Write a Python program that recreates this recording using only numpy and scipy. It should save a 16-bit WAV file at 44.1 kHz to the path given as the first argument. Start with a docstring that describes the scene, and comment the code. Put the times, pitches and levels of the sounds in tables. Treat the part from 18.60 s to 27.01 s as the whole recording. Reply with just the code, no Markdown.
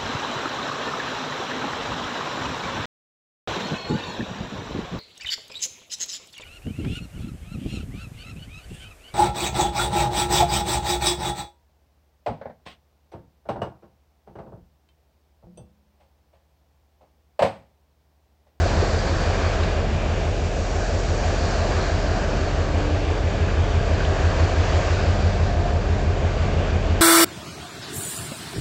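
"""On calm water, close to the surface, a large ship passes a single microphone.
The hull's far roar is shaped noise; drifting hums, probably bridge traffic, come and go as sines.
The wash swells and laps as noise bands in shared surges, among bubbles that ring as damped, rising sines.
The engine puffs six times a second: harmonic orders grouped in two stack resonances give drone and throb."""
import sys
import numpy as np
from scipy import signal
from scipy.fft import rfft, irfft, next_fast_len
from scipy.io import wavfile
from scipy.ndimage import uniform_filter1d, map_coordinates

SR = 44100
rng = np.random.default_rng(int(sys.argv[2]) if len(sys.argv) > 2 else 0)


def log_audio(samples):
    """Write samples as a 16-bit WAV file to the path given in sys.argv[1]."""
    # one column per channel
    frames = np.atleast_2d(samples).T
    # limit to full scale, then quantise
    limited = np.clip(frames, -1, 1)
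    pcm = np.round(limited * 32767).astype(np.int16)
    wavfile.write(sys.argv[1], SR, pcm)


N = 370881  # samples


def amp(db):
    """Level and gain: 20 dB is a factor of ten in amplitude."""
    return 10 ** (np.asarray(db) / 20)


def unit(x):
    """Normalisation: the signal is scaled to rms 1."""
    return x / np.sqrt(np.mean(x ** 2) + 1e-20)


def curves(rows):
    """Linear interpolation in time: one value per sample for each column after t/s."""
    times, *columns = np.transpose(rows)
    t = np.arange(N) / SR
    return [np.interp(t, times, column) for column in columns]


def wobble(rate):
    """Band-limited randomness: a spline through random knots, rate knots a second."""
    knots = rng.standard_normal(int(N * rate / SR) + 4)
    return map_coordinates(knots, [np.arange(N) * rate / SR])


def spectral_gain(table):
    """Frequency response: level in dB interpolated over log frequency, given as gain."""
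    f, db = np.transpose(table)
    return lambda hz: amp(np.interp(np.log(hz + 1), np.log(f + 1), db))


def filtered(x, response):
    """Linear filtering: the spectrum is multiplied by a real response of frequency."""
    padded = next_fast_len(N + SR // 2)
    spectrum = rfft(x, padded) * response(np.fft.rfftfreq(padded, 1 / SR))
    return irfft(spectrum, padded)[..., :N]


def rush(spectrum, patchy_db):
    """Turbulent noise: random gain patches in time and frequency, then a spectral envelope, at rms 1."""
    cells = signal.stft(rng.standard_normal(N), nperseg=512)[2]
    patches = uniform_filter1d(rng.standard_normal(cells.shape), size=5, axis=0)  # over frequency
    patches = uniform_filter1d(patches, size=16, axis=1)  # over time
    gain = amp(patchy_db * unit(patches))
    noise = signal.istft(cells * gain, nperseg=512)[1][:N]
    return unit(filtered(noise, spectral_gain(spectrum)))


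def hull_roar():
    """Broadband radiation: the far roar of the hull is low noise with a slowly changing level."""
    # level of the far roar: t/s, level/dB
    hull_level = [(0, -31), (1.6, -32.5), (4, -31), (7.2, -32), (8.41, -30)]
    # its spectral density: f/Hz, level/dB (relative, per Hz)
    roar_spectrum = [(5, -14), (12, -8), (22, -12), (33, -7), (45, -4), (70, -4), (95, -3.5), (125, -1.5),
                     (150, 0), (185, -4), (260, -9), (330, -13), (500, -40), (900, -120)]
    return amp(curves(hull_level)[0]) * rush(roar_spectrum, patchy_db=1.44)


def hums():
    """Tonal hums, probably of traffic on a bridge: unsteady sines that drift in pitch and fade in and out."""
    # hums, probably bridge traffic: start t/s, length/s, f/Hz, drift/(Hz per s), level/dB
    hum_tones = [(0, 1.85, 218, 0.1, -40), (1.66, 2.63, 221.5, 0.3, -44), (2.5, 2.2, 199.3, -0.6, -47.5),
                 (6, 3, 198.8, 0.04, -41), (6.5, 2, 135.5, 3, -39.5), (6.5, 2.2, 234, 3.5, -43.5),
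                 (3, 1.82, 297.3, .3, -41.5), (2.5, 3.2, 399.5, 0.04, -42), (4, 1.7, 420, -0.1, -43),
                 (7, 2, 421.5, 2, -39.5), (6.6, .9, 701, .5, -37.5)]
    fade_s = 0.49
    total, t = 0, np.arange(N) / SR
    for start, length, hz, drift, db in hum_tones:
        fade = np.clip(np.minimum(t - start, start + length - t) / fade_s, 0, 1)
        pitch = (hz + drift * (t - start)) * (1 + .0015 * wobble(6))
        tone = np.sin(2 * np.pi * (np.cumsum(pitch) / SR + rng.random()))
        # sqrt(2) brings the sine to rms 1
        total = total + np.sqrt(2) * amp(db + 2.1 * wobble(3)) * fade * tone
    return total


def bubbles(events):
    """Damped bubble resonance: each starts softly, rises in pitch and dies within some cycles."""
    out = np.zeros(N + SR)
    for start, db, hz, cycles, rise in events:
        length = min(round(2 * cycles / hz * SR), SR // 2)
        u = np.arange(length) / SR * hz / cycles  # time in lives
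        shape = np.e * 4 * u * np.exp(-4 * u)  # peaks at 1 after a quarter life
        ring = np.sin(2 * np.pi * cycles * (u + rise * u * u / 2))
        out[round(start * SR):][:length] += amp(db) * shape * ring
    return out[:N]


def near_bubbles():
    """Single bubble resonances heard one by one near the microphone."""
    # bubbles: t/s, peak level/dB, start f/Hz, life/cycles, pitch rise over the life/share
    bubble_events = [(.06, -18.5, 616, 6.8, .2), (.222, -17.5, 248, 6.6, 2.6), (.389, -29, 4660, 45, .05),
                     (1.035, -30.5, 3850, 25, 0.091), (2.547, -22.5, 473, 9, 0.16),
                     (3.09, -21, 340, 7.5, 0.21), (3.733, -33, 2440, 27, .1), (4.491, -29, 1900, 9.9, .6),
                     (5.405, -26, 1440, 11, .1), (5.450, -25.5, 2600, 14, 0.59),
                     (5.522, -22, 337, 6.3, 0.26), (6.19, -24, 555, 9.8, 0.26),
                     (6.216, -31, 1460, 23, 0.58), (7.055, -21, 600, 8, 0.24), (7.382, -26, 626, 10, .3)]
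    return bubbles(bubble_events)


def froth(lap_db, count):
    """Superposed bubble resonances at chance moments: the smaller, the higher and fainter."""
    moment, smallness, loud, life = rng.random((count, 4)).T
    start = moment * (N - 1) / SR
    hz = 300 * 16 ** smallness
    db = lap_db[(start * SR).astype(int)] - 6 - 15 * smallness + 7 * loud ** 2
    return bubbles(zip(start, db, hz, 7 + 12 * life, .2 + .5 * life))


def water():
    """Breaking waves as modulated noise bands: shared small surges act more sharply towards the spray."""
    # waves breaking nearby: t/s, wash level/dB, finest spray level/dB, fizz level/dB
    wave_levels = [(0.05, -32.5, -43, -39), (0.35, -33, -42.5, -40), (0.9, -33.5, -46, -38),
                   (1.28, -38, -49.5, -39), (1.41, -37.5, -49, -39), (1.85, -40.5, -46.5, -42),
                   (2.22, -38, -42.5, -42.5), (2.36, -38.5, -43.5, -40.5), (2.82, -34, -42, -40),
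                   (3.17, -33, -44, -39), (3.47, -35, -46, -41), (4.56, -37, -49.5, -40),
                   (5.07, -37, -49, -40.5), (5.62, -33, -46, -39.5), (6.2, -33, -44, -37.5),
                   (6.89, -37, -49.5, -42), (7.49, -38.5, -50.5, -43), (7.82, -37.5, -49.5, -39.5),
                   (8.33, -38, -51, -41), (8.35, -38, -50.5, -40.5)]
    # followers: mean level/dB, share of the wash's swing, share of the finest spray's swing
    lap_follows = (-29.5, .3, .11)
    spray_follows = (-45, .45, .75)
    # spectral densities of the bands: f/Hz, level/dB (relative, per Hz)
    lap_spectrum = [(160, -39.5), (280, -4.5), (323, -3.5), (404, 0), (465, -1.5), (678, 0.5), (900, -11.5),
                    (1170, -34), (1980, -120)]
    wash_spectrum = [(530, -29.5), (900, -2), (1160, 0.5), (1350, -3), (1600, 0.5), (2000, -8),
                     (2600, -34.5), (4400, -120)]
    fizz_spectrum = [(1180, -26.5), (2000, -3.5), (2390, 1), (3700, -7), (4810, -37.5), (8140, -120)]
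    spray_spectrum = [(2200, -120), (2900, -32), (3700, -5), (4100, -2.5), (4600, -0.5), (5200, -5),
                      (6500, -30), (9000, -120)]
    mist_spectrum = [(3000, -120), (4200, -31.5), (5200, -6), (5600, 1), (6300, -1), (7100, -1),
                     (9300, -9.5), (9600, -120)]  # the finest spray
    spray_lag_s = .12  # coarse drops fall after the fine ones

    wash_db, mist_db, fizz_db = curves(wave_levels)
    swings = np.array([np.ones(N), wash_db - wash_db.mean(), mist_db - mist_db.mean()])
    lap_db, spray_db = np.array([lap_follows, spray_follows]) @ swings
    spray_db = np.interp(np.arange(N) - spray_lag_s * SR, np.arange(N), spray_db)

    surge = wobble(14) + 0.76 * wobble(40)
    lapping = amp(lap_db + 0.15 * surge) * rush(lap_spectrum, patchy_db=0.54)
    wash = amp(wash_db + 0.18 * surge) * rush(wash_spectrum, patchy_db=0.9)
    fizz = amp(fizz_db + 0.23 * surge) * rush(fizz_spectrum, patchy_db=0.92)
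    spray = amp(spray_db + 0.25 * surge) * rush(spray_spectrum, patchy_db=1.0)
    mist = amp(mist_db + 0.32 * surge) * rush(mist_spectrum, patchy_db=0.76)
    return lapping + wash + fizz + spray + mist + near_bubbles() + froth(lap_db, count=500)


def puffs(cycle, orders, centre, arrival, glide, drift_db):
    """Fourier series with dispersion: orders of the puff cycle, the higher ones arriving later."""
    total = 0
    for k, db in orders:
        away = k - centre
        # phase lag in cycles: its slope over order is the arrival, which grows by glide per order;
        # the constant is common to both resonances
        lag = arrival * away + glide * away ** 2 / 2 - .35
        level = amp(db + drift_db * wobble(1.7))
        total = total + level * np.cos(2 * np.pi * (k * cycle - lag))
    return unit(total)


def engine():
    """Resonance and Doppler shift: the lower resonance smears puffs into a drone, the upper one throbs."""
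    # change of the sound path from the funnel: t/s, extra delay/ms
    path_delay = [(0, 5.3), (.8, 4.4), (2.3, -.2), (4.2, -2.9), (5.2, -1.3), (7.2, 0), (8.41, -.2)]
    # engine orders in the lower stack resonance: multiple of the cycle, level/dB (relative)
    low_orders = [(4, -28), (5, -19), (6, -7), (7, 0), (8, -5), (9, -16), (10, -11), (11, -16)]
    # the same in the upper one; the shaft turns once in five puffs and adds weak orders between
    high_orders = [(12, -4.5), (12.8, -18), (13, 0), (13.8, -23), (14, -4.5), (14.8, -17), (15, -.5),
                   (15.8, -21), (16, -15), (17, -17), (18, -22), (19, -12), (20, -24), (22, -20), (23, -20)]
    # the upper resonance swells as the funnel goes by: t/s, level/dB
    throb_level = [(0, -24), (2, -26.5), (3.7, -26), (5.6, -20.5), (7.2, -22), (8.41, -23)]
    cycle_hz, drone_db = 6.025, -27  # puff rate at the source; the drone holds its level

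    emitted_s = np.arange(N) / SR - curves(path_delay)[0] / 1000
    cycle = cycle_hz * emitted_s
    drone = puffs(cycle, low_orders, centre=7, arrival=.603, glide=.337, drift_db=.9)
    throb = puffs(cycle, high_orders, centre=13.5, arrival=.111, glide=.085, drift_db=1.1)
    return amp(drone_db) * drone + amp(curves(throb_level)[0]) * throb


def scene():
    """Superposition: all sources add in one channel."""
    return (hull_roar() + hums() + water() + engine())[None]


def record(dry):
    """Band limitation: the treble rolls off and nothing remains from the top frequency up."""
    # treble roll-off: f/Hz, level/dB
    roll_off = [(7100, 0.5), (7700, -2.5), (8300, -9.5), (8750, -18), (8950, -32.5), (9150, -46)]
    top_hz = 9180
    treble_gain = spectral_gain(roll_off)
    return filtered(dry, lambda hz: treble_gain(hz) * (hz < top_hz))


dry = scene()
out = record(dry)
log_audio(out)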